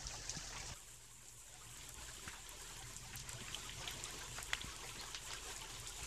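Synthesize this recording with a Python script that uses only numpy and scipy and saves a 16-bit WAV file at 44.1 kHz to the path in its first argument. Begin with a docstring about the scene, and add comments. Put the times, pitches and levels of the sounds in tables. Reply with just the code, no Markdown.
"""Light rain in a garden, heard from a hand-held microphone: drips ring and smack on near leaves and pond,
ticks burst on hard leaves, short soft notes sound among the drops, and rain patters and hisses as shaped noise.
A pump hums as wavering sines over a noise rumble, with low bumps and longer swells of the hum near 120 Hz.
After three quarters of a second the spot changes abruptly to a quieter one by the pond;
from there the rain, after a brief ebb, swells again as the microphone nears the pond."""
import sys
import numpy as np
from scipy import signal
from scipy.fft import rfft, irfft, next_fast_len
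from scipy.io import wavfile
from scipy.ndimage import uniform_filter1d, map_coordinates

SR = 44100
rng = np.random.default_rng(int(sys.argv[2]) if len(sys.argv) > 2 else 0)


def to_wav(s):
    """Save 16-bit WAV."""
    ch = np.atleast_2d(s).T  # columns
    pcm = np.round(np.clip(ch, -1, 1) * 32767)  # PCM
    wavfile.write(sys.argv[1], SR, pcm.astype(np.int16))


N = 267246
TIME_S = np.arange(N) / SR
CHANGE_S = 0.735  # the microphone's spot changes here

# The loudest drips, close to the microphone:
# (time [s], level [dB], ring [Hz], smack relative to level [dB], splash [dB], rise [1/s])
# The pitch climbs by twice the rise, as a share of the ring per second.
NEAR_DRIPS = [(0.0691, -25, 5200, -12, -41, 40), (0.092, -37, 6200, -15, -68, 40),
              (0.295, -24, 5820, -9, -35, 40.3), (0.3513, -32, 4560, -15, -54, 40),
              (0.365, -30, 5340, -15, -41, 35), (0.472, -40, 4870, -2, -46, 40),
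              (0.5261, -32.5, 1690, -14, -49, 40), (0.549, -46.5, 1170, 2, -48, 40),
              (0.563, -44, 2600, 3, -43, 37), (1.284, -36, 6900, -21, -51, 35),
              (1.5407, -37.5, 7360, -15, -58, 40), (1.7728, -37.5, 6900, -5, -55, 40),
              (1.81, -44.5, 3030, -5, -64, 40), (1.893, -38, 6900, -1, -61, 40),
              (1.943, -35, 6800, -14, -63, 35), (2.083, -43, 6500, -7, -49, 40),
              (2.138, -39, 7200, -8, -63, 40), (2.274, -39, 7100, -6, -43, 37),
              (2.278, -31, 1490, -8, -48, 60), (2.2793, -37, 2300, -12, -49, 5),
              (2.282, -34, 1990, -9, -48.5, 20), (2.3288, -42, 1450, -9, -47.5, 40),
              (2.466, -46, 2800, 2, -58, 40), (2.7914, -38, 7900, -13, -54, 40),
              (2.9649, -29, 6970, -12, -43.5, 37), (3.132, -41, 1950, -6, -44.5, 40),
              (3.167, -36, 5530, -6, -42, 40), (3.196, -48, 6030, 0, -42, 40), (3.2, -39, 3460, 0, -53, 35),
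              (3.278, -42, 1700, 0, -54, 40), (3.2962, -36, 1900, -8, -55, 20),
              (3.2924, -30, 7100, -8, -51, 40), (3.331, -32, 7100, -7, -60, 40),
              (3.4053, -37.5, 2650, -5, -47, 40), (3.482, -44, 1900, 4, -47, 40),
              (3.5452, -26, 2880, -21, -52, 24), (3.5455, -33, 5960, -6, -55, 40),
              (3.694, -31.5, 2530, -7, -48, 46), (3.7216, -40, 2930, -11, -46, 40),
              (3.876, -26.5, 2830, -16, -38.5, 60), (4.039, -26, 7000, -8, -39, 40),
              (4.052, -35, 3280, -19, -49, 37), (4.1071, -36, 7450, -20, -56, 40),
              (4.3834, -31, 1470, -15, -44, 40), (4.3855, -35, 1100, -8, -55, 40),
              (4.385, -40, 6360, -6, -49, 40), (4.3877, -33, 1580, -20, -56, 40),
              (4.4282, -32, 7200, -11, -46, 40), (4.5332, -13.5, 1600, -22, -41, 150),
              (4.533, -25.5, 6720, -6, -43, 44), (4.5342, -23.5, 2950, -10, -60, 36),
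              (4.549, -34, 2540, -12, -50, 34), (4.57, -44, 1730, -10, -46, 40),
              (4.614, -30, 2830, -25, -48, 66), (4.7636, -37, 6900, -2, -58, 40),
              (4.8917, -39, 2870, -6, -45, 40), (4.958, -42, 2050, -1, -50, 40),
              (5.1462, -32, 1580, -9.5, -50, 40), (5.1462, -35, 5600, 3, -41, 40),
              (5.1468, -41, 3330, 4, -41, 40), (5.305, -40, 980, -4, -50, 40),
              (5.3057, -35, 4600, -8, -48, 5), (5.316, -41, 2980, -1, -48, 20),
              (5.3165, -40, 6500, -1, -46, 40), (5.333, -36, 7000, -6, -50, 40),
              (5.335, -35, 4640, -3, -49, 20), (5.337, -36.5, 7500, -6, -54, 20),
              (5.3341, -39.5, 1720, 1, -51, 40), (5.563, -31.5, 6450, -6, -43, 40),
              (5.6166, -35.5, 2760, -17, -47, 31), (5.864, -38, 3220, -8, -49, 45),
              (5.8727, -30, 6800, -12, -41, 40), (5.89, -39, 7500, -4, -48, 40),
              (5.8963, -33, 7100, -12, -47, 40), (6.032, -30.5, 6760, -12, -43, 40)]
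FAINT_DRIP_DB, FAINT_DRIP_HZ, FAINT_DRIP_OCTAVES = -45.5, 3360, 1  # level, middle pitch, its spread
FAINT_SMACK_DB, FAINT_SPLASH_DB, FAINT_RISE = -22, -12, 32  # both relative to the drip's level; rise [1/s]
DULL_UNDER_HZ, PLINK_UNDER_HZ = 2400, 3600  # drips between the two limits fall in the pond
DULL_T60_S, PLINK_T60_S, RING_T60_S = 0.0032, 0.009, 0.0041  # 60 dB decay: soft ground, pond, elsewhere
ATTACK_TURNS, PLINK_TURNS = 1.2, 2.2  # time constants of the build-up, in cycles
ECHO_S, PLINK_ECHO_S = 0.0016, 0.0034  # echo delay elsewhere and in the pond


def drips():
    """A drop's blow is a smack and a short rising ring, echoed off a near surface; a splash fades after it."""
    out, t = np.zeros(N + SR), np.arange(SR // 8) / SR
    others = []
    for s, db, c in zip(*faint(count=16, level_db=FAINT_DRIP_DB)):
        hz = np.clip(FAINT_DRIP_HZ * 2 ** (FAINT_DRIP_OCTAVES * c), 900, 8000)
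        others.append((s, db, hz, FAINT_SMACK_DB, db + FAINT_SPLASH_DB, FAINT_RISE))
    for s, db, hz, smack_db, splash_db, rise in NEAR_DRIPS + others:
        smack_noise, splash_noise = rng.standard_normal((2, len(t)))
        if hz < DULL_UNDER_HZ:  # low drips land on something soft and die sooner
            turns, t60, echo_s = ATTACK_TURNS / 5, DULL_T60_S, ECHO_S
        elif hz < PLINK_UNDER_HZ:
            turns, t60, echo_s = PLINK_TURNS, PLINK_T60_S, PLINK_ECHO_S
        else:
            turns, t60, echo_s = 2 * ATTACK_TURNS, RING_T60_S, ECHO_S
        shape = (1 - np.exp(-t * hz / turns)) ** 2 * amp(-60 * t / t60)
        ring = shape / shape.max() * np.sin(2 * np.pi * hz * t * (1 + rise * t))
        smack_shape = (1 - np.exp(-t * hz / ATTACK_TURNS)) * amp(-60 * t / 0.008)
        smack = band(smack_noise, hz * 0.6, hz * 1.45, smack_shape)
        blow = 0.5 * ring + amp(smack_db) * smack
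        delayed = np.pad(blow, (round(echo_s * SR), 0))
        # a small surface returns treble best, hence the slope of the delayed blow
        blow += 0.28 * np.diff(delayed)[:len(t)] * SR / (2 * np.pi * hz)
        splash_shape = amp(-60 * t / 0.14) * (1 - np.exp(-t / 0.0022))
        splash = amp(splash_db) * band(splash_noise, hz * 0.68, hz * 1.34, splash_shape)
        out[round(s * SR):][:len(t)] += amp(db) * blow + splash
    return out[:N]


# The loudest drops bursting on hard leaves: (time [s], level [dB], lower band edge [Hz])
LEAF_TICKS = [(0.2957, -48, 7490), (0.5297, -51, 7110), (0.8026, -49, 7340), (1.4955, -49, 7040),
              (1.772, -48, 8060), (1.8902, -38, 7400), (1.942, -41, 7100), (2.177, -47, 7140),
              (2.286, -44, 7500), (2.4916, -36.5, 7400), (2.6179, -45, 7360), (2.7694, -43, 7900),
              (2.9347, -42, 7000), (3.157, -31.5, 8300), (3.1951, -43, 7110), (3.2914, -38, 7700),
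              (3.545, -49, 7330), (3.6604, -47, 7020), (3.733, -48, 7350), (3.8756, -41, 7300),
              (3.8914, -44, 7400), (3.91, -39, 7850), (4.1066, -42.5, 7600), (4.1904, -44, 7410),
              (4.2353, -43, 7200), (4.2847, -46, 7120), (4.4284, -33, 7800), (4.533, -43, 7230),
              (4.9464, -49, 7330), (5.0114, -41, 7580), (5.0315, -44, 7160), (5.2374, -44, 7030),
              (5.3704, -47, 7680), (5.4064, -49, 8130), (5.5013, -43, 7480), (5.5297, -43, 7100),
              (5.5774, -47, 7520), (5.6096, -44, 7400), (5.6364, -46, 7660), (5.674, -48, 7150),
              (5.6954, -48, 7710), (5.7998, -36, 8060), (5.8834, -46, 7380), (5.8955, -44, 7600),
              (6.036, -40, 7400)]
FAINT_TICK_DB, FAINT_TICK_HZ = -55, 8500
TICK_PEAK_S = 0.0009  # the envelope of a tick peaks this long after its start


def ticks():
    """A drop bursting on a hard leaf gives a millisecond or two of treble, with a faint spray after it."""
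    out, t = np.zeros(N + SR), np.arange(SR // 20) / SR
    u = t / TICK_PEAK_S
    burst = u ** 5 * np.exp(5 * (1 - u))
    spray = 0.1 * (1 - np.exp(-u)) * amp(-60 * t / 0.05)
    others = [(s, db, np.clip(FAINT_TICK_HZ * 1.05 ** c, 7000, 12000))
              for s, db, c in zip(*faint(count=70, level_db=FAINT_TICK_DB))]
    for s, db, hz in LEAF_TICKS + others:
        tick = band(rng.standard_normal(len(t)), hz, 1.6 * hz, burst + spray)
        out[round(s * SR):][:len(t)] += amp(db) * tick
    return out[:N]


# Short soft notes among the drops: (time [s], level [dB], pitch [Hz], length [s])
SOFT_NOTES = [(0.045, -53.5, 1225, 0.015), (0.104, -51, 2420, 0.019), (0.129, -51, 750, 0.023),
              (0.228, -56, 1747, 0.028), (0.279, -52, 2420, 0.028), (0.338, -51.5, 1646, 0.032),
              (0.542, -51.5, 1048, 0.048), (0.716, -52.5, 930, 0.014), (2.076, -51.5, 1570, 0.032),
              (3.58, -56, 1470, 0.014), (4.124, -53.5, 347, 0.067), (4.204, -49.5, 1567, 0.027),
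              (4.821, -52, 1013, 0.023), (4.828, -53, 449, 0.036), (4.985, -47, 4150, 0.035),
              (5.171, -48, 2910, 0.014), (5.337, -49, 1560, 0.027)]


def soft_notes():
    """Each swells and fades on one unsteady, slightly rising pitch."""
    out = np.zeros(N)
    for s, db, hz, length in SOFT_NOTES:
        t = np.arange(round(length * SR)) / SR
        drift = 0.13 * np.cumsum(rng.standard_normal(len(t)))  # the phase wanders
        note = np.sin(2 * np.pi * hz * t * (1 + 0.019 * t / length) + drift)
        out[round(s * SR):][:len(t)] += amp(db) * np.sin(np.pi * t / length) * note
    return out


# Spectrum of the patter of small drops at the first spot: (frequency [Hz], relative level [dB])
FIRST_PATTER_SPECTRUM = [(150, -19), (220, -4), (400, -2), (720, -0.5), (1300, -6.5), (1700, -0.5),
                         (2200, -6.5), (2900, -1), (4500, -12), (5900, -26)]
# The same near the pond: (frequency [Hz], relative level [dB])
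POND_PATTER_SPECTRUM = [(150, -6), (250, -8), (383, 3), (523, -4.5), (760, -4.5), (1010, 2.5), (1180, -4.5),
                        (2280, -2.5), (3070, 0), (4250, -3.5), (5500, -3.5), (7150, -2), (12100, -120)]


def patter(flurry):
    """Small drops on leaves: patchy noise with impacts, and many short rings."""
    first = rainfall(FIRST_PATTER_SPECTRUM, 3.2, -6, 4, count=1000)
    pond = rainfall(POND_PATTER_SPECTRUM, 2.3, -6, 4, count=2000)
    drops = at_spots(first, pond)
    drops += amp(-12) * droplets(count=900, centre_hz=3040, octaves=0.363, cycles=22.5, spread_db=5.5)
    long_rings = droplets(count=900, centre_hz=1700, octaves=0.75, cycles=80, spread_db=3)
    drops += amp(at_spots(-5, -8)) * long_rings
    return amp(spot_level(0) + 2.5 * flurry) * drops


# Spectrum of the far rain at the first spot: (frequency [Hz], relative level [dB])
FIRST_HISS_SPECTRUM = [(2060, -53), (3500, -16), (4230, -3.5), (6160, 1), (7620, -1.5), (10700, -22),
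                       (14300, -23)]
# The same near the pond: (frequency [Hz], relative level [dB])
POND_HISS_SPECTRUM = [(2650, -58), (4500, -50), (5130, -11.5), (7440, 9), (9250, 0), (13600, -9.5),
                      (14300, -15)]
FIRST_HISS_FADES = 0.73  # dB per s at the first spot, as the microphone turns away


def far_hiss(flurry):
    """Far rain: countless drops merge into treble noise that flickers in level."""
    first = rainfall(FIRST_HISS_SPECTRUM, 1.5, -6, 4, count=2500)
    pond = rainfall(POND_HISS_SPECTRUM, 1.9, -6, 4, count=2500)
    level_db = spot_level(1) - FIRST_HISS_FADES * at_spots(TIME_S, 0)
    flicker = 1.25 * flurry + calm() * (1.24 * wobble(13) + 1.36 * wobble(25))
    return amp(level_db + flicker) * at_spots(first, pond)


# Low bumps, and longer swells of the hum near 120 Hz:
# (time [s], level before a common boost [dB], pitch [Hz], swings until 60 dB down [cycles])
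LOW_SWELLS = [(0.053, -52, 53.5, 5.7), (0.37, -46, 158, 6.7), (0.713, -50, 77, 3.1),
              (2.2753, -52.5, 145, 2.8), (2.831, -60, 119.3, 36), (3.203, -60, 123, 12),
              (3.339, -56, 119, 26), (3.406, -57, 119.4, 30), (3.414, -54.5, 224, 10),
              (3.939, -59.5, 119, 22), (4.644, -48.5, 148, 3.5), (4.675, -53, 53.8, 4.9),
              (4.979, -59, 207, 12), (6.024, -53, 54, 5.6)]


def low_swells():
    """Each is a low sine that builds and dies away, with a higher, briefer sine at its start."""
    out, t = np.zeros(N + SR), np.arange(SR // 4) / SR
    for s, db, hz, swings in LOW_SWELLS:
        swing = np.sin(2 * np.pi * hz * t)
        swing += 0.77 * amp(-60 * t / 0.04) * np.sin(2 * np.pi * 1.57 * hz * t)
        onset = 1 - np.exp(-t * hz / (0.041 * swings))
        out[round(s * SR):][:len(t)] += amp(db + 12.5 - 60 * t * hz / swings) * onset * swing
    return out[:N]


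# Lines of the pump, somewhere off:
# (pitch [Hz], waver rate [knots/s], waver depth [dB], level before a common boost [dB])
PUMP_LINES = [(39.6, 1.23, -1, -4), (58.8, 4, 4, -11)]


def pump_hum():
    """The pump's low lines, sines that waver in pitch and strength."""
    return amp(spot_level(2)) * sum(wavering_line(*line) for line in PUMP_LINES)


# Spectrum of the background rumble: (frequency [Hz], relative level [dB])
RUMBLE_SPECTRUM = [(34, -65), (42, -16), (62, -2), (85, -4), (108, -3.5), (120, 2), (133, -4), (170, -9.5),
                   (300, -15.5), (400, -54)]
# Level of the rumble at the pond spot: (time [s], level [dB])
POND_RUMBLE = [(.74, -72), (1.4, -70.5), (1.9, -63), (2.4, -67), (2.9, -62), (3.45, -60.5), (4.2, -62.5),
               (4.9, -62), (5.4, -64.5), (6.06, -62.5)]
# A pump line that swells with the rumble:
# (pitch [Hz], waver rate [knots/s], waver depth [dB], level before a common boost [dB])
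PUMP_OVERTONE = (119.5, 10, 4, -9)
FIRST_RUMBLE_DB = -61.5


def rumble():
    """Low noise of slowly changing level, and the pump's overtone rising and falling with it."""
    level_db = np.interp(TIME_S, *np.transpose(POND_RUMBLE), left=FIRST_RUMBLE_DB)
    noise = amp(2 * wobble(14)) * rainfall(RUMBLE_SPECTRUM, 1.5, -14, 3, count=100)
    return amp(level_db) * (noise + wavering_line(*PUMP_OVERTONE))


def wavering_line(hz, rate, depth_db, db):
    """A sine whose pitch and level drift randomly; a faster waver also bends the pitch further."""
    phase = 2 * np.pi * np.cumsum(hz + 0.409 * rate * wobble(rate)) / SR
    return amp(db + 6 + depth_db * wobble(rate * 2)) * np.sin(phase)


# Swell of the rain at the pond spot: (time [s], change of level [dB])
RAIN_SWELL = [(.74, -6.5), (1.3, -8.5), (1.7, -5), (2.2, -2), (2.5, -1.5), (3.1, -2), (3.45, 0),
              (4.2, 0.64), (5.0, 0), (6.06, 0.5)]


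def swell(s):
    """Strength of the rain in dB at the times s; the first spot stays at 0 dB."""
    return np.interp(s, *np.transpose(RAIN_SWELL), left=0)


FIRST_SPOT_DB = (-58, -53, -59)  # (patter [dB], far hiss [dB], hum [dB])
# Levels near the pond before the swell: (patter [dB], far hiss [dB], hum [dB])
POND_SPOT_DB = (-54, -58, -60.5)
# How far each follows the swell: (patter [dB/dB], far hiss [dB/dB], hum [dB/dB])
SWELL_SHARE = (1.336, 0.43, 1)


def spot_level(column):
    """Level in dB over time of one column, steady at the first spot and swelling at the pond."""
    return at_spots(FIRST_SPOT_DB[column], POND_SPOT_DB[column] + SWELL_SHARE[column] * swell(TIME_S))


def at_spots(first, pond):
    """One value before the spot changes and the other after."""
    return np.where(TIME_S < CHANGE_S, first, pond)


def calm():
    """Share of the level's unrest; the first spot is steadier."""
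    return at_spots(0.7, 1)


def gusts():
    """Short gusts of drops, as a random curve shared by patter and hiss."""
    return calm() * (0.11 * wobble(17) + 0.57 * wobble(16))


def faint(count, level_db):
    """Random times and levels of weaker drops that follow the swell, and a spare normal value each."""
    s, (a, b) = rng.random(count) * N / SR, rng.standard_normal((count, 2)).T
    return s, level_db + swell(s) + 3 * np.clip(a, -2, 1.3), b


def rainfall(spectrum, patchy_db, ticks_db, spread_db, count):
    """Patchy noise of countless drops plus count single impacts of uneven size, rms 1."""
    z = signal.stft(rng.standard_normal(N), nperseg=512)[2]
    field = uniform_filter1d(rng.standard_normal(z.shape), size=5, axis=0)  # smooth over frequency
    field = uniform_filter1d(field, size=6, axis=1)  # and over time
    wash = unit(signal.istft(z * amp(patchy_db * unit(field)), nperseg=512)[1][:N])
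    at, size = rng.random((count, 2)).T
    starts = np.bincount((at * N).astype(int), uneven(size, spread_db), N)
    t = np.arange(600) / SR
    splat = amp(-60 * t / 0.019) * (1 - np.exp(-t / 0.0016))  # each impact is a few ms of noise
    impacts = unit(np.convolve(starts, splat)[:N] * rng.standard_normal(N))
    return unit(filtered(wash + amp(ticks_db) * impacts, lambda hz: amp(along(spectrum, hz))))


def droplets(count, centre_hz, octaves, cycles, spread_db):
    """Small drops, each ringing for some cycles after a soft start, rms 1."""
    at, size, rise = rng.random((count, 3)).T[:, :, None]
    hz = np.clip(centre_hz * 2 ** (octaves * rng.standard_normal((count, 1))), 300, 12000)
    k = np.arange(1600)
    turns = hz * k / SR
    shape = amp(-60 * turns / cycles) * (1 - np.exp(-turns * 12 / cycles))
    ring = np.sin(2 * np.pi * turns * (1 + 0.12 * rise * turns / cycles))
    rows = uneven(size, spread_db) * shape * ring
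    places = (at * N).astype(int) + k
    return unit(np.bincount(places.ravel(), rows.ravel(), N + len(k))[:N])


def uneven(share, spread_db):
    """Drop sizes: many small, few large, none beyond a limit."""
    return amp(-spread_db * np.log(1 - 0.97 * share))


def band(x, low_hz, high_hz, decay):
    """x through a causal band-pass, shaped by decay, peak 1."""
    sos = signal.butter(3, [low_hz, min(high_hz, 15200)], "bandpass", fs=SR, output="sos")
    y = decay * signal.sosfilt(sos, x)
    return y / np.abs(y).max()


def amp(db):
    """Decibels to gain."""
    return 10 ** (np.asarray(db) / 20)


def unit(x):
    """x at rms 1."""
    return x / np.sqrt(np.mean(x ** 2) + 1e-20)


def along(points, hz):
    """(frequency [Hz], level [dB]) points on a log frequency axis, -120 dB outside them."""
    f, v = np.transpose(points)
    return np.interp(np.log(hz + 1), np.log(f + 1), v, left=-120, right=-120)


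def wobble(rate):
    """A smooth random curve, rate knots a second."""
    knots = rng.standard_normal(int(N * rate / SR) + 4)
    return map_coordinates(knots, [np.arange(N) * rate / SR])


def filtered(x, response):
    """x times a response of frequency."""
    m = next_fast_len(N + 8192)
    return irfft(rfft(x, m) * response(np.fft.rfftfreq(m, 1 / SR)), m)[..., :N]


def scene():
    """Near drops, patter, far rain, low swells and pump all reach one microphone."""
    flurry = gusts()
    near = drips() + ticks() + soft_notes()
    background = far_hiss(flurry) + low_swells() + pump_hum() + rumble()
    return (near + patter(flurry) + background)[None]


TREBLE_TOP_HZ, TOP_HZ = 14400, 15400  # only a trace passes between the two, nothing above


def record(dry):
    """The microphone's bass cut, band limit and slight constant offset."""
    def response(hz):
        return (hz > 34) * np.where(hz < TREBLE_TOP_HZ, 1, amp(-54)) * (hz < TOP_HZ)
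    return filtered(dry, response) - 0.0005


dry = scene()
out = record(dry)
to_wav(out)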